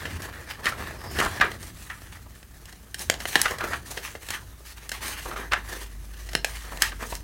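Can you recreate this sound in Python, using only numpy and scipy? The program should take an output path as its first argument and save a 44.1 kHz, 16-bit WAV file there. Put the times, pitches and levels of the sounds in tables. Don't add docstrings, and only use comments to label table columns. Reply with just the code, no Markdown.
import sys
import numpy as np
from scipy import signal
from scipy.fft import rfft, irfft, next_fast_len
from scipy.io import wavfile
from scipy.ndimage import uniform_filter1d, map_coordinates

SR = 44100
rng = np.random.default_rng(int(sys.argv[2]) if len(sys.argv) > 2 else 0)


def transcribe(u):
    v = np.clip(np.atleast_2d(u).T, -1, 1)
    q = np.round(v * 32767).astype(np.int16)
    wavfile.write(sys.argv[1], SR, q)


N = 318843

# start_s, peak_db, edge_db, ring_t60_s
SNAPS = [(0.054, -19, -5.5, 0.076), (0.221, -23, 16, 0.02), (0.657, -12, -0.5, 0.029),
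         (1.188, -12, -6.5, 0.048), (1.202, -6.5, -4, 0.026), (1.25, -15, 8, 0.0081),
         (1.4, -19, -11, 0.018), (1.517, -24, -2, 0.019), (1.629, -26, 13, 0.033),
         (2.019, -31.5, 0.5, 0.026), (2.17, -37, 0, 0.021), (2.429, -33.5, 1, 0.024),
         (2.656, -29.5, 14, 0.025), (2.726, -31, 4, 0.041), (2.9443, -16, 8, 0.025),
         (2.9934, -20.5, 21, 0.024), (3.011, -33, 17, 0.055), (3.0992, 1.5, 2.5, 0.014),
         (3.1408, -20.5, 0, 0.016), (3.2033, -22, 3.5, 0.063), (3.2545, -13.5, -4, 0.026),
         (3.3556, 1, -4.5, 0.032), (3.416, 1.5, 18, 0.014), (3.51, -17, 7, 0.012), (3.585, -21.5, 5, 0.029),
         (3.973, -20.5, -1.5, 0.075), (4.152, -24, -9, 0.042), (4.287, -19.5, 8, 0.031),
         (4.305, -13.5, 10, 0.028), (4.893, -15.5, 12.5, 0.018), (4.9171, -16, 7.5, 0.049),
         (6.29, -26, 5, 0.045), (6.333, -21, 3, 0.022), (6.3517, -2.5, -0.5, 0.017),
         (6.446, -5.5, 3, 0.024), (6.7736, -19.5, 6, 0.013), (6.8211, 0.5, 13.5, 0.026),
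         (7.1532, -16.5, 16, 0.01)]
# frequency_hz, gain_db
SNAP_SPECTRUM = [(40, -35), (150, 4.5), (1100, -5.5), (1800, 3), (3000, -2), (5000, -6.5), (9500, -14.5),
                 (16000, -24)]


def snaps(shiver=0.23):
    out, t = np.zeros(N), np.arange(SR // 8) / SR
    for start_s, peak_db, edge_db, t60 in SNAPS:
        body_db = -7 - 0.63 * edge_db - 0.18 * peak_db
        kick = shiver * rng.standard_normal(len(t)) * amp(-60 * t / t60)
        kick[0] = -1
        snap = filtered(kick, lambda hz: along(SNAP_SPECTRUM, hz) + booklet(hz)
                        + radiation(hz, body_db, edge_db))
        snap = table_echo(snap, delay_s=.00083, share=.45)
        add(out, start_s, amp(peak_db) * snap / np.abs(snap).max())
    return out


def radiation(hz, body_db, edge_db, body_hz=800, edge_hz=4200):
    return body_db / (1 + (hz / body_hz) ** 4) + edge_db * (1 - 1 / (1 + (hz / edge_hz) ** 4))


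def table_echo(x, delay_s, share):
    return x - share * np.pad(x, (round(delay_s * SR), 0))[:len(x)]


# start_s, peak_db, pocket_pitch_hz, flutter_t60_s
FLAPS = [(0.668, -9.5, 1870, 0.12), (0.723, -22.5, 1390, 0.072), (1.214, -10.5, 1450, 0.22),
         (1.261, -16, 1110, 0.11), (1.4142, -3, 1790, 0.17), (1.9027, -22.5, 1840, 0.2),
         (2.264, -38, 950, 0.029), (2.358, -44, 1780, 0.038), (3.459, -9, 1600, 0.03),
         (3.61, -17.5, 1480, 0.31), (3.641, -18.5, 1280, 0.12), (3.724, -22, 1700, 0.025),
         (3.735, -15.5, 1680, 0.089), (5.26, -22.5, 1090, 0.07), (5.314, -25, 1400, 0.06),
         (5.363, -22, 1400, 0.059), (5.522, -13, 1660, 0.049), (5.535, -8, 1740, 0.14),
         (6.722, -24, 1020, 0.089), (6.831, -17.5, 1850, 0.044), (6.922, -26.5, 1610, 0.044),
         (7.032, -26.5, 1830, 0.034), (7.127, -23, 990, 0.017)]
# frequency_hz, gain_db
FLAP_SPECTRUM = [(40, -1), (150, -20), (1500, -6.5), (2600, -7.5), (8000, -28.5), (16000, -41)]


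def flaps(lead_s=.02, slap_t60_s=0.03, settle_s=0.006, neutral_hz=1640, body_db_per_octave=22.5):
    out, t = np.zeros(N), np.arange(SR // 4) / SR - lead_s
    for start_s, peak_db, pitch_hz, t60 in FLAPS:
        body_db = body_db_per_octave * np.log2(neutral_hz / pitch_hz)
        slap = contact(t, pitch_hz, min(t60, slap_t60_s), body_db, edge_db=3.5)
        settle = contact(t, 0.96 * pitch_hz, t60, body_db, edge_db=-12.5)
        add(out, start_s - lead_s, amp(peak_db) * slap)
        add(out, start_s + settle_s - lead_s, amp(peak_db - 6) * settle)
    return out


def contact(t, pitch_hz, t60, body_db, edge_db, rise_s=0.0028):
    envelope = np.where(t < 0, np.exp(-np.abs(t) / rise_s), amp(-60 * np.abs(t) / t60))
    shudder = rng.standard_normal(len(t)) * envelope
    flap = filtered(shudder, lambda hz: along(FLAP_SPECTRUM, hz) + booklet(hz)
                    + pocket(hz, pitch_hz, ring_db=11, width=0.18) + radiation(hz, body_db, edge_db))
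    return flap / np.abs(flap).max()


def pocket(hz, pitch_hz, ring_db, width):
    return ring_db / (1 + ((hz / pitch_hz - 1) / width) ** 2)


# frequency_hz, gain_db
SWING_SPECTRUM = [(60, -40), (180, -4), (380, 2), (600, -4.5), (850, -6), (1400, -8), (3000, -26)]
FLEX_SPECTRUM = [(400, -50.5), (850, -1.5), (1300, -4.5), (1800, 4.5), (2400, -4.5), (3300, -6.5),
                 (5000, -11), (12000, -32)]
SLIDE_SPECTRUM = [(1200, -21.5), (3000, -7.5), (4200, -1), (5200, -4), (6200, 1), (7000, -3.5), (8200, -2),
                  (10000, -2.5), (12500, -5.5), (15500, -8)]


def rustle(grip_db=2.5, grip_rate_hz=70, pockets_hz=(1080, 1760, 2900)):
    swing_db, flex_db, slide_db = page_motion()
    swing = amp(swing_db - 7.5) * friction(SWING_SPECTRUM, slips_per_s=160, spread_db=2.0, smooth=0.69)
    bending = friction(FLEX_SPECTRUM, slips_per_s=220, spread_db=12.5, smooth=2.7)
    hollow, bowed, tight = [unit(filtered(bending, lambda hz: pocket(hz, pitch, ring_db=7, width=0.16)))
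                            for pitch in pockets_hz]
    flatness = np.clip((slide_db - swing_db + 5) / 12, -1, 1)
    lifted, flat = np.maximum(-flatness, 0), np.maximum(flatness, 0)
    flex = amp(flex_db - 8) * (lifted * hollow + (1 - lifted - flat) * bowed + flat * tight)
    slide = amp(slide_db - 2.5) * friction(SLIDE_SPECTRUM, slips_per_s=470, spread_db=3, smooth=1.5)
    paper = shape_shift(filtered(swing + flex + slide, booklet))
    return paper * amp(grip_db * wobble(grip_rate_hz))


# start_s, length_s, hiss_db, flex_over_hiss_db
SLIDES = [(0.106, 0.051, -43, 6), (0.214, 0.031, -38, 8.5), (0.633, 0.063, -39.5, 11),
          (1.116, 0.18, -41.5, 7), (1.302, 0.056, -44.5, 9), (1.592, 0.1, -45.5, 3.5),
          (1.745, 0.42, -49, 5), (2.118, 0.05, -51.5, 9), (2.658, 0.039, -54.5, 11), (2.984, 0.06, -37, -1),
          (3.202, 0.019, -39, 4), (3.26, 0.086, -36.5, 1), (3.341, 0.16, -35.5, 9.5),
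          (3.634, 0.13, -40.5, 8), (3.855, 0.15, -42.5, -7), (4.038, 0.039, -36, 4),
          (4.094, 0.065, -49.5, 6.5), (4.216, 0.051, -43.5, 4), (4.296, 0.06, -40.5, 9),
          (4.657, 0.053, -42.5, 2), (4.76, 0.12, -53, 9.5), (4.933, 0.035, -41, 9.5), (5.02, 0.062, -30, 4),
          (5.099, 0.082, -40, 8), (5.208, 0.088, -40.5, 2), (5.671, 0.16, -41, 4), (5.834, 0.1, -54.5, 7),
          (6.092, 0.1, -54, 7), (6.17, 0.19, -48, 3), (6.46, 0.15, -41, 5), (6.63, 0.39, -47, 6.5),
          (6.816, 0.043, -33, 8), (7.061, 0.1, -39.5, -1.5)]
# start_s, length_s, flex_db, swing_over_flex_db
BENDS = [(0.0, 0.15, -32, -10.5), (0.194, 0.1, -38.5, -0.5), (0.325, 0.2, -39.5, -7.5),
         (0.496, 0.013, -31, -38), (0.563, 0.22, -41, 0.5), (0.773, 0.13, -31, -5), (0.928, 0.18, -40, 0),
         (1.153, 0.11, -25, -8), (1.318, 0.04, -29, -8), (1.433, 0.025, -31.5, -0.5),
         (1.505, 0.019, -31.5, -5.5), (1.6, 0.022, -38, -4), (3.089, 0.083, -42, -14),
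         (3.343, 0.17, -29.5, -27), (3.503, 0.02, -28.5, -1), (3.586, 0.15, -32.5, -1),
         (3.843, 0.18, -42, -5.5), (5.261, 0.076, -37.5, 0.5), (5.359, 0.072, -31.5, -4.5),
         (5.559, 0.035, -37, -9), (5.668, 0.085, -37.5, -5), (6.641, 0.15, -43.5, -1),
         (6.999, 0.025, -30.5, -7.5)]


def page_motion(held_db=-56.5, lift_db_per_s=10, slide_swing_db=-8, bend_hiss_db=-14.5):
    t = np.arange(0, N / SR, .001)
    swing, flex, slide = np.full((3, len(t)), amp(held_db) ** 2)
    for start_s, length_s, hiss_db, flex_db in SLIDES:
        age = t - start_s
        power = amp(hiss_db) ** 2 * stroke(age, length_s, attack_s=.037, sag_db_s=17.6, release_s=.022)
        lift_db = lift_db_per_s * (np.clip(age, 0, length_s) - length_s / 2)
        slide += power * amp(-lift_db / 2) ** 2
        flex += power * amp(flex_db + lift_db / 2) ** 2
        swing += power * amp(slide_swing_db + lift_db) ** 2
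    for start_s, length_s, flex_db, swing_db in BENDS:
        age = t - start_s
        power = amp(flex_db) ** 2 * stroke(age, length_s, attack_s=.025, sag_db_s=2.7, release_s=.029)
        flex += power
        swing += power * amp(swing_db) ** 2
        slide += power * amp(bend_hiss_db) ** 2
    return curves(np.column_stack([t, *10 * np.log10([swing, flex, slide])]))


def stroke(t, length_s, attack_s, sag_db_s, release_s):
    swell = np.clip(t / attack_s + .5, 0, 1)
    sag = amp(-sag_db_s * np.clip(t, 0, length_s))
    release = np.exp(-np.maximum(t - length_s, 0) / release_s)
    return (swell * sag * release) ** 2


def friction(spectrum, slips_per_s, spread_db, smooth):
    slipping = rng.random(N) < slips_per_s / SR
    sizes = amp(spread_db * np.clip(rng.standard_normal(N), -2, 2))
    slips = slipping * sizes * rng.choice([-1, 1], N)
    rub = unit(slips) + smooth * rng.standard_normal(N)
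    return unit(filtered(rub, lambda hz: along(spectrum, hz)))


def shape_shift(x, depth_db=2, size=512):
    spectra = signal.stft(x, nperseg=size)[2]
    patches = uniform_filter1d(rng.standard_normal(spectra.shape), size=4, axis=0)
    patches = uniform_filter1d(patches, size=12, axis=1)
    return signal.istft(spectra * amp(depth_db * unit(patches)), nperseg=size)[1][:N]


# time_s, pitch_hz, level_db
SQUEAL = [(.92, 5150, -67), (1.07, 5050, -49), (1.2, 5300, -48)]


def squeal(width_hz=800):
    pitch_hz, level_db = curves(SQUEAL)
    phase = 2 * np.pi * np.cumsum(pitch_hz) / SR
    band = wobble(width_hz) * np.sin(phase) + wobble(width_hz) * np.cos(phase)
    t = np.arange(N) / SR
    return amp(level_db) * unit(band) * (t > SQUEAL[0][0]) * (t < SQUEAL[-1][0])


# centre_hz, width_hz, gain_db
BOOKLET_MODES = [(642, 330, 5), (1208, 280, 6), (1760, 97, 5), (1760, 110, -5), (2390, 85, 3.5)]


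def booklet(hz):
    return sum(db / (1 + (2 * (hz - centre) / width) ** 2) for centre, width, db in BOOKLET_MODES)


# frequency_hz, t60_s
ROOM_DECAY = [(150, 0.43), (1500, 0.16), (5000, 0.21), (15000, 0.11)]


def room(x, first_wall_s=.009):
    hz, t, spectra = signal.stft(rng.standard_normal(SR // 2), SR, nperseg=256)
    decay = amp(-60 * t / along(ROOM_DECAY, hz)[:, None])
    tail = signal.istft(spectra * decay, SR, nperseg=256)[1]
    tail = np.pad(tail / np.linalg.norm(tail), (round(first_wall_s * SR), 0))
    return signal.fftconvolve(x, tail)[:N]


# time_s, relative_level_db
DRAUGHT = [(0, -47), (.15, -33.5), (.35, -47), (1.02, -39.5), (1.15, -33.5), (1.55, -41.5), (2.4, -50.5),
           (3.7, -44), (4.7, -50.5), (5.4, -43.5), (6, -47), (7.23, -44)]
# frequency_hz, gain_db
AIR_SPECTRUM = [(25, -16), (80, 4.5), (120, -4), (350, -15.5), (900, -72.5)]


def draught(gust_db=2, gust_rate_hz=6):
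    level_db, = curves(DRAUGHT)
    gusts = amp(gust_db * wobble(gust_rate_hz))
    return amp(level_db - 1.5) * unit(noise(AIR_SPECTRUM) * gusts)


# time_s, pitch_hz, level_db
DRONE = [(0, 56.25, -50.5), (4.7, 56.6, -47.5), (5.4, 52.9, -40.5), (6.4, 50.53, -38.5), (7.23, 49, -40)]
# frequency_hz, gain_db
HISS_SPECTRUM = [(40, 9), (100, -21), (300, -39), (750, -16.5), (2000, -15.5), (5000, -25), (14500, -20),
                 (16000, -22)]


def background(waver_hz=2.55, flicker_db=1.5, hiss_db=-53):
    pitch_hz, level_db = curves(DRONE)
    phase = 2 * np.pi * np.cumsum(pitch_hz + waver_hz * wobble(6.7)) / SR
    drone = np.sin(phase) * amp(flicker_db * wobble(27))
    return amp(level_db) * unit(drone) + amp(hiss_db) * noise(HISS_SPECTRUM)


def noise(spectrum):
    return unit(filtered(rng.standard_normal(N), lambda hz: along(spectrum, hz)))


def filtered(x, gain_db, size=8192):
    cepstrum = irfft(np.log(amp(gain_db(np.fft.rfftfreq(size, 1 / SR)))))
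    cepstrum[1:size // 2] *= 2
    cepstrum[size // 2 + 1:] = 0
    return signal.oaconvolve(x, irfft(np.exp(rfft(cepstrum))))[:len(x)]


def wobble(rate_hz):
    knots = rng.standard_normal(int(N * rate_hz / SR) + 4)
    return map_coordinates(knots, [np.arange(N) * rate_hz / SR])


def curves(rows):
    times, *columns = np.transpose(rows)
    return [np.interp(np.arange(N) / SR, times, column) for column in columns]


def along(points, hz):
    frequencies, values = np.transpose(points)
    return np.interp(np.log(hz + 1), np.log(frequencies + 1), values)


def amp(db):
    return 10 ** (np.asarray(db) / 20)


def unit(x):
    return x / np.sqrt(np.mean(x ** 2) + 1e-20)


def add(track, start_s, x):
    part = track[round(start_s * SR):][:len(x)]
    part += x[:len(part)]


def scene(room_db=-12):
    paper = snaps() + flaps() + rustle() + squeal()
    walls = room(amp(room_db) * paper)
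    return (paper + walls + draught() + background())[None]


def record(dry, low_hz=32, top_hz=16050):
    thin = signal.sosfilt(signal.butter(2, low_hz, "hp", fs=SR, output="sos"), dry)
    size = next_fast_len(N + SR // 2)
    spectrum = rfft(np.clip(thin, -1, 1), size)
    passband = np.fft.rfftfreq(size, 1 / SR) < top_hz
    return irfft(spectrum * passband, size)[..., :N]


dry = scene()
out = record(dry)
transcribe(out)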